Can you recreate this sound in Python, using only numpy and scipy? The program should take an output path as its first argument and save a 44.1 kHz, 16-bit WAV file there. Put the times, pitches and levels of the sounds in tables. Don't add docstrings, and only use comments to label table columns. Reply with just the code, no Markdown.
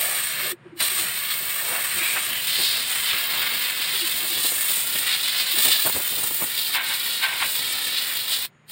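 import sys
import numpy as np
from scipy import signal
from scipy.fft import rfft, irfft
from scipy.io import wavfile

SR = 44100
rng = np.random.default_rng(int(sys.argv[2]) if len(sys.argv) > 2 else 0)


def pcm_store(signal):
    levels = np.round(np.clip(np.atleast_2d(signal), -1, 1) * 32767)
    wavfile.write(sys.argv[1], SR, levels.astype(np.int16).T)


N = 384111
T_S, FREQ_HZ = np.arange(N) / SR, np.fft.rfftfreq(N, 1 / SR)


def gain_of(db):
    return 10 ** (np.asarray(db) / 20)


def evened(x):
    return x / np.sqrt(np.mean(x ** 2) + 1e-20)


def read(points):
    hz, db = np.transpose(points)
    return np.interp(np.log(FREQ_HZ + 1), np.log(hz + 1), db)


def follow(rows):
    point_s, *columns = np.transpose(rows)
    return [np.interp(T_S, point_s, column) for column in columns]


def bell(x, centre, half):
    return np.exp(-.5 * ((x - centre) / half) ** 2)


def coloured(x, gain):
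    return evened(irfft(rfft(x) * gain, N))


def noise(spectrum_db):
    return coloured(rng.standard_normal(N), gain_of(spectrum_db))


def drift(rate_hz):
    slow_t_s = T_S[::32]
    hz = np.fft.rfftfreq(len(slow_t_s), slow_t_s[1])
    spectrum = rfft(rng.standard_normal(len(slow_t_s))) / (1 + (hz / rate_hz) ** 2)
    slow = irfft(spectrum, len(slow_t_s))
    return np.interp(T_S, slow_t_s, evened(slow))


def band(lo_hz, hi_hz, order=12):
    below_hi = 1 / (1 + (FREQ_HZ / hi_hz) ** (2 * order))
    below_lo = 1 / (1 + (FREQ_HZ / lo_hz) ** (2 * order))
    return np.sqrt(abs(below_hi - below_lo))


def resonate(x, pitch_hz, width_hz):
    turn = np.exp(2j * np.pi * np.cumsum(pitch_hz) / SR)
    pole = np.exp(-np.pi * width_hz / SR)
    return 2 * (turn * signal.lfilter([1 - pole], [1, -pole], x / turn)).real


# hz, relative_db_per_hz
SHOP_SPECTRUM = [(18, -60), (30, -25.5), (190, -5.5), (274, -12), (346, -11.5), (581, -14.5), (662, -17),
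                 (1730, -15), (2840, -21.5), (5440, -40), (6700, -52), (7630, -44), (9150, -35),
                 (10200, -53), (15000, -57)]
# pitch_hz, peak_db
HUM_PARTIALS = [(101, -78), (120, -61.5), (150.5, -58.5)]
# time_s, shop_offset_db, hum_offset_db, leak_level_db
BACKGROUND_CURVE = [(.65, 1.5, 0.5, -86), (8.55, -3.5, -3.5, -76)]
SHOP_DB = -56
LEAK_HZ, LEAK_WIDTH_HZ = 6850, 460
SWELL_AT_S, SWELL_HALF_S, SWELL_DB = .68, 0.028, 3.5


def workshop():
    shop_db, hum_db, leak_db = follow(BACKGROUND_CURVE)
    hum = sum(gain_of(db + hum_db + 2 * drift(4.9)) * np.sin(2 * np.pi * hz * T_S + drift(8.0))
              for hz, db in HUM_PARTIALS)
    whistle = coloured(rng.standard_normal(N), bell(FREQ_HZ, LEAK_HZ, LEAK_WIDTH_HZ / 2))
    leak = gain_of(leak_db + 2 * drift(20)) * whistle
    swell = gain_of(SWELL_DB * bell(T_S, SWELL_AT_S, SWELL_HALF_S))
    shop = gain_of(SHOP_DB + shop_db) * noise(read(SHOP_SPECTRUM))
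    return swell * (shop + hum) + leak


# middle_s, level_db, pitch_hz, half_length_s
HOOT_NOTES = [(0.452, -41, 365, .017), (.533, -31.5, 356, 0.011), (0.668, -38, 356, 0.01),
              (0.733, -37.5, 335, 0.0065), (0.766, -40, 338, 0.014), (0.927, -40, 380, .01),
              (1.003, -40, 338, 0.018), (1.983, -41.5, 350, .015), (2.02, -35, 336, 0.0069),
              (3.953, -43, 395, 0.017), (4.035, -33.5, 340, 0.014), (4.242, -40, 345, 0.01),
              (4.322, -40, 340, .019), (5.546, -36, 343, 0.0061)]


def hoots(fall_hz_per_s=700):
    out = np.zeros(N)
    unsteady = .12 * drift(70)
    for middle_s, level_db, pitch_hz, half_s in HOOT_NOTES:
        near = abs(T_S - middle_s) < 4 * half_s
        t_s = T_S[near] - middle_s
        turns = pitch_hz * t_s - fall_hz_per_s * t_s ** 2 / 2 + rng.random()
        note = np.sin(2 * np.pi * turns + 2 * unsteady[near])
        out[near] += gain_of(level_db) * bell(t_s, 0, half_s) * note
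    return out * (1 + unsteady)


def rumble(level_db=-56):
    spectrum = [(25, -26.5), (50, -12), (85, -5.5), (150, -7), (300, -7.0), (700, -10.5), (3000, -68.5)]
    return noise(read(spectrum)) * gain_of(level_db + 4.2 * drift(9.4))


# middle_s, level_db, pitch_hz, width_hz, half_length_s
RIM_WHOOSHES = [(.04, -39.5, 660, 300, 0.1), (0.464, -42.5, 557, 250, 0.058),
                (1.724, -42.5, 615, 380, 0.074), (1.74, -36, 1520, 1100, 0.076),
                (2.066, -30, 2440, 300, 0.069), (2.172, -26, 1710, 1480, 0.012),
                (2.37, -34, 3020, 550, 0.13), (2.66, -32.5, 4600, 1000, 0.11), (3.377, -40, 996, 1300, 0.1)]


def whooshes():
    air = rng.standard_normal(N)
    return sum(gain_of(db) * bell(T_S, s, half_s) * coloured(air, bell(FREQ_HZ, hz, width_hz / 2))
               for s, db, hz, width_hz, half_s in RIM_WHOOSHES)


# pitch_hz, width_hz, boost_db (before any scaling by the caller)
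HOLLOW_RINGS = [(974, 146, -3), (1502, 120, -4), (1836, 170, 2.5), (2217, 52, 3), (3276, 220, -1.5),
                (3570, 120, -1)]


def hollows_db(shift=0):
    return sum(db * bell(FREQ_HZ, hz * (1 + shift), width_hz / 2) for hz, width_hz, db in HOLLOW_RINGS)


# start_s, level_db, rise_s, decay_s, hiss_shade_db (negative brightens)
GROOVE_FLARES = [(.81, -34, 0.0067, 0.046, -1.5), (1.295, -39, .012, 0.05, -0.5),
                 (6.751, -20.5, 0.0048, 0.074, 11), (6.93, -30.5, 0.025, 0.033, -3.5),
                 (7.24, -22, 0.014, 0.099, 5.5), (7.43, -22, 0.013, 0.021, 0.5)]
# hz, relative_db_per_hz
GROOVE_SPECTRUM = [(300, -43), (600, -10.5), (800, -2.5), (1000, 9), (1300, -7.5), (1550, 17.5),
                   (1700, -4.5), (2200, 6.5), (2650, 2.5), (3050, 2), (3900, 3), (5500, -41.5),
                   (8000, -53.5)]


def flares(ring=2.04, ragged_db=1.34):
    blow = 0
    for start_s, level_db, rise_s, decay_s, _ in GROOVE_FLARES:
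        fade = np.exp(-abs(T_S - start_s) / decay_s)
        blow = blow + gain_of(level_db) * np.where(T_S < start_s, bell(T_S, start_s, rise_s), fade)
    return blow * gain_of(ragged_db * drift(110)) * noise(read(GROOVE_SPECTRUM) + ring * hollows_db())


# middle_s, thud_db, half_length_s
MIC_BUFFETS = [(2.18, -43, 0.0078), (2.606, -36.5, 0.027), (4.256, -41, 0.013), (4.383, -38, 0.023),
               (4.454, -33, 0.0078), (4.525, -34.5, 0.0069), (4.711, -36, 0.0088), (4.958, -34.5, 0.0052),
               (5.589, -35, 0.017), (5.663, -29, .011), (5.698, -36, 0.013), (5.869, -24, 0.011),
               (5.898, -28, 0.0047), (5.966, -29.5, 0.012), (6.002, -36, 0.0074), (6.187, -35.5, 0.012),
               (6.241, -34.5, 0.01), (6.312, -34, 0.005), (6.428, -28.5, 0.013)]
# hz, relative_db_per_hz
BUFFET_SPECTRUM = [(20, -42), (45, -26.5), (80, -1.5), (150, -1.5), (350, 2.5), (700, -0.5), (1000, -0.5),
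                   (1500, -4), (2400, -6), (4200, -22)]
# hz, relative_db_per_hz
FACE_HIGH = [(3410, -49), (5800, -13.5), (6520, -17.5), (6940, -11), (7700, -9), (8870, -1), (9930, -10.5),
             (11500, -6.5), (12900, -11), (15100, 3.5), (15700, 0.5)]


def buffets(mist_db=5, lumpy_db=0.85):
    strength = sum(gain_of(db) * bell(T_S, s, half_s) for s, db, half_s in MIC_BUFFETS)
    thud = noise(read(BUFFET_SPECTRUM)) * gain_of(lumpy_db * drift(150))
    mist_gain = gain_of(read(FACE_HIGH)) * band(6400, 15700, order=5)
    mist = coloured(rng.standard_normal(N), mist_gain)
    return strength * (thud + gain_of(mist_db) * mist)


# delay_s (before sway), amplitude_share
FAR_ECHOES = [(.0028, 0.16), (.0041, .22), (.0063, 0.18), (.0094, 0.18), (0.0142, 0.14)]
ECHO_S, ECHO_S_PER_S, ECHO_SWAY_S, ECHO_SHARE = .00178, .00004, .0001, 0.32


def reflected(x, sway_s=0.00013):
    near_delay_s = ECHO_S + ECHO_S_PER_S * T_S + ECHO_SWAY_S * drift(1.44)
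    paths = [(near_delay_s, ECHO_SHARE)]
    paths += [(delay_s + sway_s * drift(2.14), share) for delay_s, share in FAR_ECHOES]
    return x + sum(share * np.interp(T_S - delay_s, T_S, x) for delay_s, share in paths)


def spray_colour(low, high, shift):
    return gain_of(np.where(FREQ_HZ < 5900, read(low), read(high)) + hollows_db(shift))


HOLLOW_SHIFT = .035


def on_carving(air, low, high):
    higher_share = .5 + .5 * np.tanh(2 * drift(2.0))
    lower = coloured(air, spray_colour(low, high, -HOLLOW_SHIFT / 2))
    higher = coloured(air, spray_colour(low, high, HOLLOW_SHIFT / 2))
    return (1 - higher_share) * lower + higher_share * higher


# time_s, wood_level_db (before tilt and spurts), nozzle_gap_pitch_hz
AIM_CURVE = [(0, -34, 2530), (1.38, -36, 2860), (1.79, -34, 2320), (2.01, -31.5, 2670), (2.35, -33.5, 2600),
             (2.69, -29, 4260), (2.91, -33, 2670), (3.1, -31, 3030), (3.7, -30.5, 2610), (3.85, -33, 2940),
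             (4.0, -31.5, 3330), (4.56, -35.5, 3020), (5.69, -28.5, 3690), (5.91, -34, 3570),
             (6.4, -38.5, 3260), (6.63, -34, 3760), (8.0, -33, 3540), (8.45, -35, 3840)]
# time_s, nozzle_hiss_db, mist_fizz_db
TREBLE_CURVE = [(0, -29, -29), (0.53, -34.4, -34), (1.0, -36.5, -38), (1.15, -34.1, -31),
                (1.75, -32.5, -29.6), (1.9, -30.5, -32.5), (2.61, -32, -28.7), (2.88, -33.0, -32),
                (3.06, -31, -26.5), (3.51, -39, -28), (3.7, -34.5, -28.7), (3.85, -35.5, -32),
                (4.45, -29, -27), (5.46, -33, -30.6), (5.61, -25.5, -19), (5.8, -32.5, -24.5),
                (7.18, -35, -33.5), (8.45, -35.5, -31.5)]
# time_s, offset_from_their_mean_db
SIZZLE_CURVE = [(0, -7), (3.9, -8.5), (4.55, -5), (5.75, -11), (6.4, -5), (8.45, -7.5)]
# middle_s, extra_wood_db (scaled down in the roar), extra_treble_db, half_length_s
JET_SPURTS = [(0.443, 5, 4, 0.026), (0.877, 2, 5, 0.07), (1.0, 3, 6.5, 0.047), (1.323, 5, 0.0, 0.046),
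              (3.114, 4.5, -2.5, 0.048), (4.354, 2.5, -2, 0.034), (4.45, 4, 1.0, 0.015),
              (4.69, 2.5, 1, 0.049), (5.12, 6.5, -1, 0.027), (5.394, 5, 3, 0.025), (5.723, 5, 0.0, 0.024),
              (6.38, 2.5, 3, 0.026), (6.753, 13.5, 11.5, 0.019), (7.247, 8, 5, 0.015),
              (7.53, -1.5, 3.5, 0.05), (7.724, 4, 3.5, 0.0071), (7.978, 5, -0.5, 0.018),
              (8.345, 5.5, 3.5, 0.021)]
# hz, relative_db_per_hz
FACE_LOW = [(100, -23.5), (250, -9.5), (450, -14), (800, -6.5), (1200, -6), (1900, -3), (2700, 1.5),
            (3700, 5.5), (4500, 2), (5150, -2), (5500, -9), (5900, -16.5)]
# hz, relative_db_per_hz
ARCH_LOW_COLOUR = [(120, -48), (200, -15), (442, -17), (695, -10), (848, -9), (1160, -6), (1260, -6),
                   (2130, -3.5), (2320, -1), (2520, 0), (4260, 2.5), (5900, -12.5), (7670, -44),
                   (13000, -120)]
ARCH_HIGH_COLOUR = [(3410, -43), (5800, -17), (6280, -20), (7570, -12.5), (8090, -6), (8650, -3.5),
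                    (9210, -2.5), (9480, -12), (10100, -17.5), (10300, -19), (11600, -10), (13000, -4),
                    (14300, -3.5), (15100, 0), (15700, 0.5)]
GAP_REF_HZ, TILT_DB_PER_OCTAVE = 2594, 5.5
DRAUGHT_DB, DRAUGHT_SHARE = -49, 0.32
SHADE_LAG, SHADE_LENGTH = 0.51, 0.57


def spray(flutter_db=1.17, own_flutter_db=1.26, gap_ring=0.62, sputter_db=0.2, tremor_db=0.56):
    wood_db, gap_hz = follow(AIM_CURVE)
    hiss_db, fizz_db = follow(TREBLE_CURVE)
    sizzle_db = (hiss_db + fizz_db) / 2 + follow(SIZZLE_CURVE)[0]
    tilt_db = TILT_DB_PER_OCTAVE * np.log2(gap_hz / GAP_REF_HZ)
    roar_db = wood_db - tilt_db
    draught_db = DRAUGHT_DB + DRAUGHT_SHARE * (roar_db - np.mean(roar_db))

    air = reflected(rng.standard_normal(N))
    air = air + gap_ring * resonate(air, gap_hz, width_hz=2400)
    arch_share = np.interp(T_S, [1.9, 2.6], [1, 0])
    arch = on_carving(air, ARCH_LOW_COLOUR, ARCH_HIGH_COLOUR)
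    face = on_carving(air, FACE_LOW, FACE_HIGH)
    jet_spectrum = rfft(arch_share * arch + (1 - arch_share) * face)

    flutter = flutter_db * drift(79) + sputter_db * drift(220) + tremor_db * drift(7.4)
    shade_db = sum(db * bell(T_S, s + SHADE_LAG * decay_s, SHADE_LENGTH * decay_s)
                   for s, _, _, decay_s, db in GROOVE_FLARES)
    on_wood_db = sum(db * bell(T_S, s, half_s) for s, db, _, half_s in JET_SPURTS)
    in_treble_db = sum(db * bell(T_S, s, half_s) for s, _, db, half_s in JET_SPURTS) - 0.85 * shade_db

    eddies = [(draught_db, band(120, 820, order=4), .7),
              (roar_db + 0.66 * on_wood_db, band(1170, 2200, order=5), .8),
              (wood_db + tilt_db + on_wood_db - shade_db, band(2940, 5960, order=7), 1.0),
              (hiss_db + in_treble_db, band(6160, 9800), 1.05),
              (sizzle_db + in_treble_db, band(11130, 12770), 1.05),
              (fizz_db + in_treble_db, band(13850, 17500), 1.1)]
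    out = np.zeros(N)
    for level_db, shape, depth in eddies:
        eddy = evened(irfft(jet_spectrum * shape, N))
        out += eddy * gain_of(level_db + depth * flutter + own_flutter_db * drift(7))
    return out


# fully_open_s, let_go_s
TRIGGER_PULLS = [(-.6, .519), (0.804, 8.456), (8.721, 9.5)]
OPEN_DB_PER_S, SHUT_DB_PER_S = 1098, 1100
KICK_DB, KICK_S = 6, 0.1
CRACK_LEAD_S, CRACK_DB = .024, -18


def valve():
    gain = 0
    for open_s, let_go_s in TRIGGER_PULLS:
        full_db = -OPEN_DB_PER_S * np.maximum(open_s - T_S, 0)
        crack_db = CRACK_DB - OPEN_DB_PER_S * np.maximum(open_s - CRACK_LEAD_S - T_S, 0)
        kick_db = KICK_DB * np.exp(-np.maximum(T_S - open_s, 0) / KICK_S)
        shut_db = SHUT_DB_PER_S * np.maximum(T_S - let_go_s, 0)
        gain = gain + gain_of(np.maximum(full_db, crack_db) + kick_db - shut_db)
    return gain


def scene():
    blown = rumble() + whooshes() + flares() + spray()
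    return (workshop() + hoots() + buffets() + valve() * blown)[None]


EDGE_HZ = 15850


def record(dry):
    low_pass = signal.firwin(1023, EDGE_HZ, window=("kaiser", 9), fs=SR)
    return signal.oaconvolve(dry, low_pass[None], "same")


dry = scene()
out = record(dry)
pcm_store(out)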